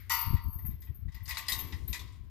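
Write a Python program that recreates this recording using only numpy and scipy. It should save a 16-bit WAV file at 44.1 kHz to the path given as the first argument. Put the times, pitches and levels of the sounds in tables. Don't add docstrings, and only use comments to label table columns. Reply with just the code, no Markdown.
import sys
import numpy as np
from scipy import signal
from scipy.fft import rfft, irfft, next_fast_len
from scipy.io import wavfile
from scipy.ndimage import uniform_filter1d

SR = 44100
rng = np.random.default_rng(int(sys.argv[2]) if len(sys.argv) > 2 else 0)


def wrap_up_sound(samples):
    columns = np.atleast_2d(samples).T
    tamed = np.clip(columns, -1, 1)
    steps = np.round(tamed * 32767).astype(np.int16)
    wavfile.write(sys.argv[1], SR, steps)


N = 101429
RING_N, EDGE_HZ, CONTACT_S = 57600, 14600, 0.00025
RING_TIME_S, BIN_HZ = np.arange(RING_N) / SR, np.fft.rfftfreq(RING_N, 1 / SR)
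TIME_S = np.arange(N) / SR


def amp(db):
    return 10 ** (np.asarray(db) / 20)


def curve_at(points, hz):
    point_hz, value = np.transpose(points)
    return np.interp(np.log(hz + 1), np.log(point_hz), value)


def add(mix, start_s, sound):
    part = mix[:, max(round(start_s * SR), 0):][:, :sound.shape[1]]
    part += sound[:, :part.shape[1]]


def equalise(x, colour, fft_size):
    gain = amp(curve_at(colour, np.fft.rfftfreq(fft_size, 1 / SR)))
    return irfft(rfft(x, fft_size) * gain, fft_size)


def noise(colour, length=N):
    size = next_fast_len(length)
    x = equalise(rng.standard_normal(size), colour, size)[:length]
    return x / np.sqrt(np.mean(x ** 2) + 1e-20)


def fade(t60_s, rise_s):
    return np.minimum(RING_TIME_S / rise_s, 1) * np.exp(-np.log(1000) * RING_TIME_S / t60_s)


# frequency in Hz, scale of the random phase between the ears in radians.
EAR_PHASE = [(500, -4), (1100, 0.04), (2000, 1.15), (4500, 1.5), (13000, 3.5)]


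def strike(hz, spread_db=2.5):
    strength, turns, apart = rng.standard_normal((3, len(hz)))
    left = amp(spread_db * strength) * np.exp(2j * np.pi * turns)
    return np.array([left, left * np.exp(1j * apart * curve_at(EAR_PHASE, hz))])


def tones(modes, size=RING_N, rise_s=0.00078, vary_levels=True):
    hz, db, t60_s = np.transpose(modes)
    t = RING_TIME_S[:size]
    blow = strike(hz)
    weight = amp(db) * (blow if vary_levels else blow / abs(blow))
    waves = np.exp(np.outer(2j * np.pi * hz - np.log(1000) / t60_s, t))
    return (weight @ waves).real * np.minimum(t / rise_s, 1) * np.sqrt(2) / np.linalg.norm(weight[0])


def overtone_bins(mean_gap_hz=13):
    return np.flatnonzero((rng.random(len(BIN_HZ)) < BIN_HZ[1] / mean_gap_hz) & (BIN_HZ < EDGE_HZ))


def clash(bins, colour, decay, rise_s=CONTACT_S):
    lines = np.zeros((2, len(BIN_HZ)), complex)
    lines[:, bins] = strike(BIN_HZ[bins]) * amp(curve_at(colour, BIN_HZ[bins]))
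    lines *= RING_N / np.sqrt(2) / np.linalg.norm(lines[0])
    centres_hz, t60s = np.transpose(decay)
    bands = (irfft(lines * np.interp(BIN_HZ, centres_hz, band)) for band in np.eye(len(decay)))
    return sum(band * fade(t60_s, rise_s) for band, t60_s in zip(bands, t60s))


# frequency in Hz, relative density in dB.
AIR_SPECTRUM = [(100, 8), (500, -13.5), (1000, -8), (2000, -10), (5000, -20.5), (9000, -42.5),
                (14000, -12.5)]


def air(level_db=-66):
    return amp(level_db) * np.array([noise(AIR_SPECTRUM), noise(AIR_SPECTRUM)])


def eddies(colour, length=N):
    x = noise(colour, length)
    power = uniform_filter1d(uniform_filter1d(x ** 2, size=600), size=600)
    return x / np.sqrt(power + 0.0014)


# time in seconds, left level in dB, right level in dB.
BREEZE_LEVELS = [(0, -44, -57.5), (.7, -43.5, -44), (1.2, -49.5, -62.5), (1.6, -47.5, -53.5),
                 (2.3, -43.5, -56)]
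# frequency in Hz, relative density in dB.
BREEZE_SPECTRUM = [(20, -34), (36, -12), (58, 6), (90, 7.5), (150, -18), (300, -25), (550, -40),
                   (1200, -58.5)]
# centre in seconds, level in dB, Gaussian half width in seconds.
WIND_PUFFS = [(.278, -26, 0.012), (0.309, -21.5, 0.0044), (0.339, -19.5, .008), (0.352, -15.5, 0.0055),
              (0.384, -33, 0.015), (0.461, -26.5, .009), (0.484, -25.5, 0.011), (0.563, -28.5, 0.0061),
              (.648, -31.5, 0.013), (0.69, -28, 0.0081), (0.731, -34, 0.021), (0.905, -28, 0.0094),
              (0.994, -37.5, 0.0048), (1.031, -31, 0.0075), (1.063, -28.5, 0.0073), (1.088, -30, 0.009),
              (1.163, -37, 0.014), (1.226, -35, .013), (1.279, -38, 0.0074), (1.326, -36.5, 0.013),
              (1.53, -33.5, 0.0071), (1.567, -37, 0.016), (1.646, -35, 0.021), (1.747, -30, 0.012),
              (1.811, -31.5, 0.0066), (1.842, -32.5, 0.012), (1.908, -29, 0.015), (2.041, -40.5, 0.043),
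              (2.211, -34.5, 0.0059)]
# multiple of PUFF_HZ, relative density in dB.
PUFF_SPECTRUM = [(.3, -14.5), (1, 7), (4, -29.5), (14, -75.5)]
PUFF_HZ, PUFF_N = 72, 12000


def wind():
    times_s, left_db, right_db = np.transpose(BREEZE_LEVELS)
    out = np.array([amp(np.interp(TIME_S, times_s, db)) * eddies(BREEZE_SPECTRUM)
                    for db in (left_db, right_db)])
    offset_s = np.arange(-PUFF_N // 2, PUFF_N // 2) / SR
    colour = [(ratio * PUFF_HZ, db) for ratio, db in PUFF_SPECTRUM]
    for centre_s, db, width_s in WIND_PUFFS:
        puff = amp(db) * np.exp(-(offset_s / width_s) ** 2 / 2) * eddies(colour, PUFF_N)
        add(out, centre_s + offset_s[0], np.outer([1, 0], puff))
    return out


# start in seconds, level in dB, T60 in seconds, tilt in dB per kHz.
CHAIN_CLINKS = [(.004, -46.5, 0.051, 1), (0.097, -32, 0.29, 2), (0.118, -25.5, 0.29, -6),
                (.152, -32, 0.27, 8), (0.188, -30, 0.18, -1), (0.211, -28, 0.21, 0), (.258, -34, 0.26, -12),
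                (0.301, -39.5, 0.15, -14), (0.338, -39.5, 0.088, -5), (0.416, -54, 0.27, -13),
                (0.434, -45.5, 0.18, -5), (0.479, -47, 0.79, -12), (.529, -37.5, 0.13, -8),
                (.544, -44.5, 0.23, 9), (.586, -41.5, 0.13, 3), (0.622, -49, 0.14, 1),
                (.651, -37.5, 0.23, -10), (.662, -33, 0.17, -4.5), (0.803, -49.5, 0.34, -2),
                (0.848, -49.5, 0.16, -1), (.946, -49, 0.23, -1), (1.144, -45.5, 0.057, -6),
                (1.232, -48.5, 0.3, -9), (1.288, -34.5, 0.12, -3), (1.382, -39, 0.19, -6),
                (1.483, -41, 0.61, -15), (1.518, -34.5, 0.28, 15), (1.584, -30.5, 0.16, -18),
                (1.591, -35.5, 0.3, -6), (1.877, -34, 0.28, -5), (1.995, -51.5, 0.14, -2)]
# frequency in Hz, relative level in dB, multiple of the clink's T60.
LINK_TONES = [(12482, 0, 1.15), (12515, -5, 1.1), (12578, -1, 1.1), (13050, -9, .9), (13122, -5, .9),
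              (13206, -2, 1), (13310, -4, .9), (13376, -3, .9), (13430, -7, .9), (13763, -2, 1),
              (13916, -3, .9), (14025, -10, .8)]
# frequency in Hz, relative density in dB.
CHATTER_SPECTRUM = [(2000, -19), (9000, -77), (11500, -10), (12250, -3.5), (12530, 7), (12850, -14),
                    (13250, 9.5), (13600, -1.5), (13900, 13), (14500, -35)]


def chain(detune_hz=7, chatter_gain_db=-6.5, chatter_t60_s=0.17):
    out = np.zeros((2, N))
    hz, db, t60_ratio = np.transpose(LINK_TONES)
    offset_khz = (hz - hz.mean()) / 1000
    for start_s, level_db, t60_s, tilt in CHAIN_CLINKS:
        link_hz = hz + detune_hz * rng.standard_normal(len(hz))
        link = np.transpose([link_hz, db + tilt * offset_khz, t60_ratio * t60_s])
        add(out, start_s, amp(level_db) * tones(link, size=14000, rise_s=0.0034))
        chatter = clash(overtone_bins(), CHATTER_SPECTRUM, [(0, chatter_t60_s)])
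        add(out, start_s, amp(level_db + chatter_gain_db) * chatter)
    return out


def damping(start_s, ramp_s=0.06, depth_db=-12.5):
    return amp(depth_db * np.clip((TIME_S - start_s) / ramp_s, 0, 1))


# start in seconds, clash level in dB, clonk level in dB.
PANEL_BLOWS = [(0.096, -33, -33), (.109, -34, -47), (.121, -42.5, -53), (.133, -49, -37.5)]
# frequency in Hz, relative level in dB, T60 in seconds.
RAIL_TONES = [(780, -19, .45), (840, -14, .7), (929, 0, .95), (951, -6, .95), (970, -12, .8),
              (1028, -4.5, .97), (1073, -6, .9), (1122, -10.5, 1.0), (1193, -5, .95), (1271, -10, .8),
              (1357, -9, .85), (1448, -9, .55), (1545, -20, .7), (1836, -12, .5), (1945, -3, .45),
              (2105, -6, .3), (2190, -5.5, .55), (2310, -10, .4), (2778, -17, .6), (2848, -7.5, .66),
              (3028, -5.5, .46), (3483, -14, .42), (3700, -9, .3), (4107, -13, .5), (4441, -17, .9),
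              (4511, -11, .6), (4538, -12, .8), (4630, -8.5, .78), (4694, -14, .74), (4867, -8, .5),
              (4985, -11, .5), (5157, -13, .45), (5633, -2, .38), (6002, -9, .29), (6390, -10, .22),
              (6525, -8, .2)]
# frequency in Hz, relative density in dB.
PANEL_SPECTRUM = [(250, -77.5), (600, -40), (720, -13), (900, -9), (1550, -20.5), (2000, 4), (3100, -6),
                  (4800, -6), (6500, -1.5), (9500, -6.5), (14500, -1.5)]
HUM_SPECTRUM = [(600, -23.5), (1700, -8.5), (2180, 3), (2600, -12), (4500, -13.5), (8000, -28),
                (14000, -11.5)]
# band centre in Hz, T60 in seconds.
PANEL_T60 = [(900, 1), (2000, 0.7), (3500, 0.69), (4700, 0.66), (6500, 0.32), (12000, 0.26)]


def panel(rails_start_s=0.099, rails_db=-27.5, hum_db=-56.5, hum_t60_s=0.68):
    overtones, rails = np.zeros((2, N)), np.zeros((2, N))
    body = overtone_bins()
    add(rails, rails_start_s, amp(rails_db) * tones(RAIL_TONES, rise_s=0.0076, vary_levels=False))
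    for start_s, clash_db, clonk_db in PANEL_BLOWS:
        clang = amp(clash_db) * clash(body, PANEL_SPECTRUM, PANEL_T60)
        add(overtones, start_s, clang + amp(clonk_db) * clonk())
    add(overtones, 0, amp(hum_db) * clash(body, HUM_SPECTRUM, [(0, hum_t60_s)]))
    return overtones * damping(start_s=0.47) + rails * damping(start_s=0.726)


# frequency in Hz, relative density in dB.
CLONK_SPECTRUM = [(1400, -30.5), (1800, -20), (1965, -0.5), (2100, -16.5), (2500, -26), (3000, -37.5)]


def clonk(t60_s=0.18, rise_s=0.0075):
    note = clash(overtone_bins(), CLONK_SPECTRUM, [(0, t60_s)], rise_s)
    return note * np.linalg.norm(fade(t60_s, rise_s)) / np.linalg.norm(note[0])


# frequency in Hz, relative density in dB.
CLACK_SPECTRUM = [(300, -48), (600, -23), (900, -8), (1500, -13), (2400, 0), (3100, 1), (3900, 4),
                  (5000, 0), (5600, -1.5), (7200, -3), (10500, -8.5), (14500, -11)]


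def clack_colour(tilt_db_per_octave, spot_hz, spot_db=8, spot_octaves=0.095):
    hz = np.geomspace(CLACK_SPECTRUM[0][0], EDGE_HZ, 300)
    tilt_db = tilt_db_per_octave * np.log2(np.maximum(hz, 920) / 4500)
    resonance_db = spot_db * np.exp(-(np.log2(hz / spot_hz) / spot_octaves) ** 2)
    return np.transpose([hz, curve_at(CLACK_SPECTRUM, hz) + tilt_db + resonance_db])


# frequency in Hz, relative level in dB, T60 in seconds.
FRAME_TONES = [(912, 0, .6), (996, -1, .85), (1073, 0, .85), (1125, -1, .65), (1168, -2, .6),
               (1723, -9, .5), (1954, 0, .42), (2008, 4, .45), (2153, -4, .38)]
# time in seconds, struck place as a fraction of the tube's length.
KNOCK_PLACES = [(1.35, .49), (1.6, .44), (1.9, .17)]


def frame_modes(start_s, node_leak=0.1):
    place = np.interp(start_s, *np.transpose(KNOCK_PLACES))
    return [(hz, db + 20 * np.log10(abs(np.sin(np.pi * k * place)) + node_leak), t60_s)
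            for k, (hz, db, t60_s) in enumerate(FRAME_TONES, 1)]


# start in seconds, clack, clonk and ring levels in dB, clack tilt in dB per octave,
# resonance of the struck spot in Hz.
GATE_KNOCKS = [(.335, -53, -62, -80, -7, 4600), (0.364, -51.5, -45, -84, -11, 3730),
               (0.584, -74, -59.5, -71, -1, 2000), (.645, -59, -62.5, -70, -29, 1730),
               (.700, -61.5, -61, -71, -13, 3800), (0.818, -56.5, -60, -69, 4.5, 1960),
               (.868, -59, -61, -91, -12, 3150), (1.081, -64, -58.5, -71, -11, 3880),
               (1.118, -60.5, -62, -68, 2, 5100), (1.144, -52.5, -55, -63.5, -5, 5000),
               (1.16, -65, -52.5, -64, -11, 5100), (1.200, -69, -58.5, -72.5, -10, 4970),
               (1.255, -48.5, -55, -62, 3.5, 4900), (1.278, -42, -42, -56.5, 4, 5100),
               (1.292, -39.5, -39, -46.5, 7.5, 4960), (1.308, -37.5, -38, -49, -1, 2340),
               (1.347, -44, -45, -52, 2, 4820), (1.3706, -37, -40.5, -47, 6, 4270),
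               (1.379, -38.5, -39, -47, 2, 2600), (1.461, -49, -54, -68, 2, 5260),
               (1.483, -28.5, -32, -47, 3.5, 4900), (1.495, -30, -35, -68.5, 22, 4950),
               (1.52, -27, -49, -43, 4.5, 3880), (1.55, -44.5, -45.5, -54.5, 6, 4160),
               (1.589, -43, -51, -50, -0.5, 6400), (1.723, -43.5, -44, -58.5, -7, 5150),
               (1.88, -52.5, -64.5, -59, 6, 3900), (1.929, -34, -41, -51.5, 1, 2470),
               (1.942, -39, -39, -54.5, -1, 2390), (1.993, -42.5, -56, -59, -2.5, 3440),
               (2.013, -53, -62, -70, -5, 4200), (2.073, -56, -63, -71.5, -2.5, 4500),
               (2.12, -60, -76, -79, 2, 3430), (2.155, -64.5, -74, -86.5, 1, 3480)]
# frequency in Hz, relative level in dB, T60 in seconds.
SPOT_TONES = [(2475, -1.5, 0.17), (3760, -1, 0.18), (4970, 0.5, 0.21)]
# frequency in Hz, relative density in dB.
FRAME_SPECTRUM = [(250, -17), (560, -6), (1000, 5), (1500, -6), (2000, 3), (3000, 1), (4200, 1),
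                  (7000, -7.5), (10500, -26), (14500, -5)]
# band centre in Hz, T60 in seconds.
CLACK_T60 = [(1000, 0.12), (4000, 0.16), (12000, 0.19)]
FRAME_T60 = [(1000, 0.71), (4000, 0.72), (10000, 0.42)]
SOFT_KNOCK_DB, SOFT_RISE_S = -58, 0.0043


def gate(crack_db=-13, crack_s=0.0018, spot_gain_db=-8, frame_gain_db=-3):
    out, body = np.zeros((2, N)), overtone_bins(mean_gap_hz=20)
    crack = 1 + amp(crack_db) * np.exp(-RING_TIME_S / crack_s)
    for start_s, clack_db, clonk_db, ring_db, tilt, spot_hz in GATE_KNOCKS:
        colour = clack_colour(tilt, spot_hz)
        rise_s = CONTACT_S + SOFT_RISE_S * min(amp(SOFT_KNOCK_DB - clack_db), 1)
        clack = crack * clash(overtone_bins(mean_gap_hz=33.85), colour, CLACK_T60, rise_s)
        add(out, start_s, amp(clack_db) * clack + amp(clonk_db) * clonk())
        spot_modes = [(hz, db + curve_at(colour, hz), t60_s) for hz, db, t60_s in SPOT_TONES]
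        add(out, start_s, amp(clack_db + spot_gain_db) * tones(spot_modes, size=12000, rise_s=rise_s))
        add(out, start_s, amp(ring_db) * clash(body, FRAME_SPECTRUM, FRAME_T60, rise_s))
        frame = tones(frame_modes(start_s), size=32000, vary_levels=False)
        add(out, start_s, amp(ring_db + frame_gain_db) * frame)
    return out


# start in seconds, level in dB.
SNAP_HITS = [(1.371, -18), (1.5225, -31)]
# frequency in Hz, relative level in dB, T60 in seconds.
SNAP_TONES = [(1266, -1.5, 0.0064), (2235, 0, 0.01), (2720, -4, .008), (3960, 3, 0.0095),
              (4650, -0.5, 0.0066)]


def snaps():
    out = np.zeros((2, N))
    for start_s, db in SNAP_HITS:
        add(out, start_s, amp(db) * tones(SNAP_TONES, size=2000, vary_levels=False))
    return out


# time in seconds, level in dB.
DRONE_LEVELS = [(0, -81), (1.25, -80), (1.5, -57.5), (1.65, -48.5), (1.85, -54), (2.051, -57.5), (2.3, -81)]
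# frequency in Hz, relative density in dB.
DRONE_SPECTRUM = [(60, -10.5), (150, 1), (290, -0.5), (420, -8), (620, -25.5), (1200, -29.5)]


def drone():
    return amp(np.interp(TIME_S, *np.transpose(DRONE_LEVELS))) * noise(DRONE_SPECTRUM)


# frequency in Hz, right channel gain in dB.
RIGHT_SHADE = [(400, -13), (1000, -10), (1400, -9), (1980, -2), (2600, -14), (4300, -10), (8000, -12.5),
               (13000, -21.5)]
RADIATION_HZ = 596


def scene():
    radiation = signal.butter(4, RADIATION_HZ, "highpass", fs=SR, output="sos")
    steel = signal.sosfilt(radiation, panel() + gate() + snaps())
    left, right = steel + drone() + chain() + air()
    right = equalise(right, RIGHT_SHADE, next_fast_len(N + RING_N))[:N]
    return np.array([left, right]) + wind()


def record(dry):
    taps = signal.firwin(301, EDGE_HZ, window=("kaiser", 8), fs=SR)
    return signal.oaconvolve(dry, taps[None], "same", axes=1)


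dry = scene()
out = record(dry)
wrap_up_sound(out)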